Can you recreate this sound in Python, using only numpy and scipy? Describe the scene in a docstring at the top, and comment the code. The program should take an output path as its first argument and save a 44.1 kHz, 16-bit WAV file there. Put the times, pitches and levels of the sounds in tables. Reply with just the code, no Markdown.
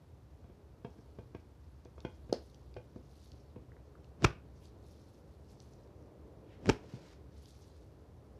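"""A small block-walled room where wet marinated meat is stacked on an upright spit.
Hands pat the stack, ringing the spit, and a cupped palm smacks it once with a hollow pop.
Slices peel crackling off a sticky heap; twice one is flung onto the table, forcing out air and juice.
Juice ticks and drips; a low outdoor rumble swells and sinks behind it all."""
import sys
import numpy as np
from scipy import signal
from scipy.fft import rfft, irfft
from scipy.io import wavfile

SR = 44100
rng = np.random.default_rng(int(sys.argv[2]) if len(sys.argv) > 2 else 0)


def persist_wave(psi):
    """Save psi, clipped to +-1, as 16-bit WAV."""
    counts = np.round(np.clip(psi, -1, 1) * 32767).astype(np.int16)
    wavfile.write(sys.argv[1], SR, np.atleast_2d(counts).T)


N = 369999
EDGE_HZ = 14350

# flung slices: t/s, loose-end lead/s, first end's splash/dB, step per end/dB, first fold gap/s,
# fold push/dB, push f/Hz, fold splash/dB, air pocket f/Hz, thud/dB, thud f/Hz, spatter/dB
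SLAPS = [(4.2429, .0205, -43, -0.5, .0033, -12.5, 343.5, -22, 1320, -9.5, 131, -52),
         (6.691, 0.033, -37, -8, .0047, -10, 330, -27, 876, -21, 151, -49.5)]
# cupped palm: t/s, pop/dB, pop f/Hz, squirt/dB, squirt length/s
SMACK = [(2.327, -10, 472, -33, 0.002)]
# juice splash spectrum: f/Hz, level/dB
SPLASH = [(100, -14), (500, 5.5), (850, 1.5), (1300, 0.5), (1700, -1), (2500, -0.5), (3500, -5.5),
          (5500, -7), (7000, -13.5), (9000, -25.5), (14000, -38)]


def amp(db):
    """Decibels to gain."""
    return 10 ** (np.asarray(db) / 20)


def unit(x):
    """Scale to unit rms."""
    return x / np.sqrt(np.mean(x ** 2) + 1e-20)


def read(points, hz):
    """Interpolate a table over log frequency."""
    f, value = np.transpose(points)
    return np.interp(np.log(hz + 1), np.log(f), value)


def level(curve):
    """Gain per sample from (t/s, level/dB) points."""
    return amp(np.interp(np.arange(N) / SR, *np.transpose(curve)))


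def swell(start_s, end_s, attack_s, release_s):
    """Gain that builds up to start_s, holds until end_s, then decays."""
    t = np.arange(N) / SR
    return np.exp(-np.maximum(start_s - t, 0) / attack_s - np.maximum(t - end_s, 0) / release_s)


def add(mix, at_s, sound):
    """Mix a sound in at a time."""
    part = mix[max(round(at_s * SR), 0):][:len(sound)]
    part += sound[:len(part)]


def colour(x, spectrum, size=4096):
    """Minimum-phase filter of unit energy with the given spectrum."""
    log_gain = np.log(amp(read(spectrum, abs(np.fft.fftfreq(size, 1 / SR)))))
    response = np.exp(np.conj(signal.hilbert(log_gain)))
    taps = np.fft.ifft(response).real[:size // 2]
    return signal.oaconvolve(x, taps / np.linalg.norm(taps))[:len(x)]


def drift(rate_hz):
    """Slow random wander, unit rms."""
    frames = N // 128 + 2
    f = np.fft.rfftfreq(frames, N / frames / SR)
    spectrum = rfft(rng.standard_normal(frames)) * np.exp(-(f / rate_hz) ** 2)
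    return np.interp(np.arange(N), np.linspace(0, N, frames), unit(irfft(spectrum, frames)))


def grains(per_s, spread_db):
    """Random clicks, most small, a few large."""
    place, size, sign = rng.random((round(per_s * N / SR), 3)).T
    height = amp(spread_db * np.minimum(-np.log(1 - size), 4)) * np.sign(sign - .5)
    return unit(np.bincount((place * N).astype(int), height, N))


def push(hz, cycles):
    """Air displaced by a soft blow: a fast-decaying sine."""
    turns = hz * np.arange(SR // 8) / SR
    return np.sin(2 * np.pi * turns) * np.exp(-turns / cycles)


def spray(length_s):
    """Juice forced from a closing gap: a noise burst."""
    age = np.arange(SR // 8) / SR / length_s
    shape = 2 * age * np.exp(1 - 2 * age)
    return unit(rng.standard_normal(len(age)) * shape) * np.sqrt(np.mean(shape ** 2))


def slaps(cycles=.6, spray_s=.002, rush_hz=330, flap_hz=284, pocket_db=-2.5):
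    """Loose ends touch first, the slice lands fold by fold, its weight thuds. Returns body, juice."""
    body, juice = np.zeros(N), np.zeros(N)
    slither = grains(per_s=3000, spread_db=1.5)
    rush = unit(signal.lfilter(*signal.butter(2, rush_hz, fs=SR), slither))
    for (s, lead_s, flap_splash_db, flap_step_db, gap_s, push_db, push_hz,
         splash_db, pocket_hz, thud_db, thud_hz, _) in SLAPS:
        # the hanging end slithers down, shoving air ahead
        approach = swell(s, s, .72 * lead_s, spray_s)
        body += amp(-32) * rush * approach
        juice += amp(-49.5) * slither * approach
        for k in range(3):  # each loose end heavier and lower, its splash longer
            touch_s = s - lead_s * (1 - k / 3)
            add(body, touch_s, amp(-31.5 + 4 * k) * push(flap_hz * .7 ** k, cycles))
            add(juice, touch_s, amp(flap_splash_db + k * flap_step_db) * spray(.00079 * 1.8 ** k))
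        folds_s = s + gap_s * np.array([0, 1, 1.5])
        for fold_s, wet_db in zip(folds_s, (0, 4, 0)):
            add(body, fold_s, amp(push_db) * push(push_hz, cycles))
            add(juice, fold_s, amp(splash_db + wet_db) * spray(spray_s))
        # air trapped under the middle fold rings
        add(juice, folds_s[1], amp(splash_db + pocket_db) * push(pocket_hz, cycles=3.8))
        add(body, folds_s[-1], amp(thud_db) * push(thud_hz, cycles=.53))
    return body, colour(juice, SPLASH)


def smack(cavity_hz=(190, 780)):
    """A cupped palm traps air on the stack and squirts it out. Returns hollow pop, bright squirt."""
    # squirt spectrum: f/Hz, level/dB
    squirt_spectrum = [(500, 1), (1220, 1.5), (1600, -4.5), (2200, -27), (3000, -2.5), (3500, -13),
                       (4400, 1), (5200, 4.5), (5700, -11), (6100, -5.5), (7200, -19), (8700, -21),
                       (9700, -14), (14000, -41)]
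    pop, juice = np.zeros(N), np.zeros(N)
    cavity = signal.butter(3, cavity_hz, "bandpass", fs=SR, output="sos")
    for s, pop_db, hz, squirt_db, length_s in SMACK:
        air = signal.sosfilt(cavity, push(hz, cycles=.68))
        add(pop, s - .001, amp(pop_db) * air)  # air leaves before the juice
        add(juice, s, amp(squirt_db) * spray(length_s))
    return pop, colour(juice, squirt_spectrum)


def pats(rise_s=.00064, thud_db=-1, wet_db=-19, wet_s=.0058, wet_top_hz=4200, detune=.032, spot_db=2.5):
    """Fingers thud on the meat and ring the spit, a little differently at each spot."""
    # finger blows: t/s, level/dB, tilt/(dB/octave), thud f/Hz
    blows = [(0.441, -48.5, -3.5, 243), (0.497, -49, -3.5, 400), (0.8467, -36.5, -0.5, 442),
             (0.985, -50.5, -2.5, 303), (1.187, -38, -2, 450), (1.348, -38, -0.5, 270),
             (1.855, -45.5, -2.5, 650), (1.9801, -45.5, -1, 1150), (2.0488, -32.5, 1, 315),
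             (2.295, -40.5, -3.5, 390), (2.765, -34.5, -1, 393), (2.960, -41.5, -4.5, 372),
             (3.5602, -40.5, -4.5, 305), (6.937, -46.5, -8, 205)]
    # modes of the loaded spit and stand: f/Hz, level/dB, t60/s
    spit_modes = [(118, -8.5, 0.1), (184, 2, 0.025), (257, -11, 0.041), (409, -6, 0.064),
                  (495, -6.5, 0.079), (649, -11.5, 0.064), (890, -11, 0.032), (1082, -11, 0.024),
                  (1270, -37, 0.05), (1575, -25, 0.029), (1576, -15.5, 0.04), (2240, -29, 0.095),
                  (2490, -24, 0.056), (2600, -36, 0.043), (3210, -26, 0.06), (3275, -27.5, .05),
                  (3570, -60, .05)]
    hz, db, t60_s = np.transpose(spit_modes)[:, :, None]
    t = np.arange(SR // 8) / SR
    attack = 1 - np.exp(-t / rise_s)
    body, juice = np.zeros(N), np.zeros(N)
    for s, pat_db, tilt_db, thud_hz in blows:
        load, spot, phase = rng.standard_normal((3, len(spit_modes), 1))
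        gain = amp(db + tilt_db * np.log2(hz / 400) + spot_db * np.tanh(spot) - 60 * t / t60_s)
        ring = (gain * np.sin(2 * np.pi * (hz * (1 + detune * load) * t + phase))).sum(0)
        thud = amp(thud_db) * push(thud_hz, cycles=1.76)
        add(body, s, amp(pat_db) * (ring + thud) * attack)
        add(juice, s - .001, amp(pat_db + wet_db + 2 * tilt_db) * spray(wet_s))  # wet film is met first
    muffled = signal.lfilter(*signal.butter(2, wet_top_hz, fs=SR), juice)  # hand covers the spot
    return body + colour(muffled, SPLASH)


def spatter(flight_s=.008, smack_db=-57):
    """Thrown droplets rain back after each slap and smack."""
    # droplet spectrum: f/Hz, level/dB
    droplet_spectrum = [(300, -2), (900, 2.5), (1600, 6), (2500, 1), (5500, -3), (7500, -9.5), (10000, -16),
                        (14000, -22)]
    landings = [(s + flight_s, db) for s, *_, db in SLAPS]
    landings += [(s + flight_s, smack_db) for s, *_ in SMACK]
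    shower = sum(amp(db) * swell(s, s, attack_s=.002, release_s=.033) for s, db in landings)
    return shower * unit(colour(grains(per_s=8700, spread_db=1.5), droplet_spectrum))


def ticks(length_s=.0012, spread=1.33):
    """Sticky film snaps and juice drips: tiny band-passed bursts."""
    # snaps and drips: t/s, peak/dB, nominal f/Hz
    snaps = [(1.85, -56, 5230), (2.004, -46.5, 4760), (2.545, -52, 4740), (2.741, -52.5, 4200),
             (3.318, -48.5, 4540), (3.718, -52.5, 1630), (3.766, -57.5, 1600), (3.952, -54, 1300),
             (4.044, -57.5, 4050), (4.655, -51, 5100), (5.602, -46.5, 5030), (5.735, -58, 5360),
             (7.457, -50.5, 4600)]
    out = np.zeros(N)
    for s, db, hz in snaps:
        band = signal.butter(2, [hz / spread ** 2, hz * spread], "bandpass", fs=SR)
        snap = signal.lfilter(*band, signal.lfilter(*band, spray(length_s)))
        add(out, s, amp(db) * snap / abs(snap).max())
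    return out


def peeling(gain_db=-3.5, clump_db=3, snap_db=-9, sticky_db=-84.5):
    """Wet films of different sizes peel in clumps; now and then a larger one snaps."""
    # pulls on wet surfaces: parting t/s, relative level/dB, build/s, fade/s
    pulls = [(0.93, -78, .06, 0.48), (2.1, -76.5, 0.18, 0.22), (2.46, -72, 0.18, 0.21),
             (3.24, -68, 0.18, 0.14), (4.655, -66, 0.058, 0.035), (4.86, -70, .06, 0.37),
             (5.5, -69, .03, 0.05), (5.63, -70.5, 0.038, 0.15), (7.37, -69, .025, .06),
             (7.48, -65.5, 0.088, 0.21)]
    # crackle spectrum: f/Hz, level/dB
    peel_spectrum = [(1000, -20), (2500, -10), (3600, -3.5), (4700, -1), (6200, -3.5), (8200, -12.5),
                     (10300, -10), (14000, -17.5)]
    edges_hz = np.geomspace(1500, EDGE_HZ, 7)
    films = np.zeros(N)
    for band_hz in zip(edges_hz, edges_hz[1:]):
        clumps = grains(per_s=630, spread_db=.5) * amp(clump_db * drift(rate_hz=33))
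        films += signal.lfilter(*signal.butter(2, band_hz, "bandpass", fs=SR), clumps)
    snaps = signal.oaconvolve(grains(per_s=38, spread_db=3), spray(length_s=.00069))[:N]
    crackle = unit(colour(unit(films) + amp(snap_db) * unit(snaps), peel_spectrum))
    power = sum((amp(db) * swell(s, s, build_s, fade_s)) ** 2 for s, db, build_s, fade_s in pulls)
    power += amp(sticky_db) ** 2  # wet hands never quite stop crackling
    return amp(gain_db) * np.sqrt(power) * crackle


def wiping(gain_db=-6, light_db=-13, press_s=.18):
    """A slice smoothed along the wet table hisses, louder with pressure, until the hand lifts."""
    # strokes: start/s, end/s, relative level/dB
    strokes = [(6.747, 7.13, -62)]
    # sliding spectrum: f/Hz, level/dB
    wipe_spectrum = [(400, -9.5), (1000, 0), (1800, -1.5), (3200, -5), (5000, -3.5), (6800, -9.5),
                     (9000, -18.5), (14000, -26.5)]
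    friction = grains(per_s=5500, spread_db=3) * amp(1.3 * drift(rate_hz=25))
    pressure = np.zeros(N)
    for start_s, end_s, db in strokes:
        contact = swell(start_s, end_s, attack_s=.08, release_s=.027)
        pressure += contact * level([(start_s, db + light_db), (start_s + press_s, db)])
    return amp(gain_db) * pressure * unit(colour(friction, wipe_spectrum))


def swish(spread=1.6):
    """A slice swings through the air with a short soft rush."""
    # swings: t/s, level/dB, f/Hz, half-width/s
    swings = [(6.527, -69.5, 2100, 0.035)]
    out, t = np.zeros(N), np.arange(N) / SR
    for s, db, hz, half_width_s in swings:
        band = signal.butter(2, [hz / spread, hz * spread], "bandpass", fs=SR)
        rush = unit(signal.lfilter(*band, rng.standard_normal(N)))
        out += amp(db) * rush / (1 + ((t - s) / half_width_s) ** 2)
    return out


def background(air_db=-60.5, rumble_db=-58):
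    """Still air, a lumpy rumble and the street's drone beyond the walls."""
    # air, rumble and street spectra: f/Hz, level/dB
    air_spectrum = [(15, -39.5), (25, -9.5), (54, -4), (85, 0), (177, -10.5), (318, -12), (372, -16),
                    (584, -19.5), (741, -22), (1050, -25.5), (1260, -28), (2380, -36.5), (4850, -41),
                    (8690, -47), (14000, -48.5)]
    rumble_spectrum = [(30, -28.5), (48, -14.5), (62, 0), (72, 3), (85, -5), (102, -14), (124, -4.5),
                       (170, -19), (300, -35), (2000, -89)]
    street_spectrum = [(40, -28), (100, -9.5), (200, -2), (255, -5), (310, 2.5), (360, -1.5), (420, 1.5),
                       (480, -2), (570, -3.5), (700, -10.5), (1000, -15.5), (1600, -30.5), (3000, -41.5),
                       (10000, -65.5)]
    # street drone envelope: t/s, level/dB
    street_envelope = [(0.0, -72.5), (1.07, -65), (1.73, -74), (2.29, -64.5), (3.2, -67.5), (3.62, -63.5),
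                       (5.44, -64), (6.29, -58.5), (6.54, -60.5), (6.85, -57), (7.15, -62.5), (7.48, -66),
                       (8.39, -63)]
    air, rumble, street = (unit(colour(rng.standard_normal(N), spectrum))
                           for spectrum in (air_spectrum, rumble_spectrum, street_spectrum))
    rumble *= amp(rumble_db + 1.1 * drift(rate_hz=5.4))
    street *= level(street_envelope) * amp(.94 * drift(rate_hz=17))
    return amp(air_db) * air + rumble + street


def room(x, build_s=.007, tail_db=-10.5, taps_per_s=4000):
    """A few near reflections and a short tail that decays by band."""
    # room decay: f/Hz, t60/s
    decay = [(100, 0.31), (400, 0.18), (1200, 0.28), (3000, .27), (5500, 0.22), (9000, 0.04), (14000, .12)]
    # echoes off table, walls and roof: delay/s, level/dB
    echoes = [(.0085, -16), (0.0128, -20), (0.016, -18.5), (.021, -27)]
    taps = rng.standard_normal(SR // 2) * (rng.random(SR // 2) < taps_per_s / SR)
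    hz, t, bands = signal.stft(taps, SR, nperseg=256)
    bands = bands * amp(-60 * t / read(decay, hz)[:, None])
    tail = signal.istft(bands, SR, nperseg=256)[1]
    tail *= 1 - np.exp(-(np.arange(len(tail)) / SR / build_s) ** 2)
    tail *= amp(tail_db) / np.linalg.norm(tail)
    for delay_s, db in echoes:
        add(tail, delay_s, amp(db) * signal.windows.hann(7) / 3)
    return signal.fftconvolve(x, tail)[:N]


def diffuse(x, turn_hz=130):
    """Feed two room tails in turn, so a splash decays smoothly."""
    angle = 2 * np.pi * turn_hz * np.arange(N) / SR
    return room(x * np.cos(angle)) + room(x * np.sin(angle))


def scene():
    """Mono mix: table near the microphone, spit farther off with more of the room."""
    thump, splash = slaps()
    pop, squirt = smack()
    snaps = ticks()
    far = pats() + peeling() + wiping() + swish()
    walls = room(amp(-4) * thump + amp(-2.5) * (pop + snaps) + amp(1) * far)
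    walls += diffuse(amp(-9) * splash + amp(-2) * squirt)
    direct = thump + splash + spatter() + pop + squirt + far + snaps
    return (direct + walls + background())[None]


def record(dry, low_hz=49.88):
    """Small microphone: deep bass lost, treble cut at EDGE_HZ."""
    thin = signal.sosfilt(signal.butter(4, low_hz, "highpass", fs=SR, output="sos"), dry)
    lowpass = signal.firwin(511, EDGE_HZ, window=("kaiser", 8), fs=SR)
    return signal.oaconvolve(thin, lowpass[None], "same")


dry = scene()
out = record(dry)
persist_wave(out)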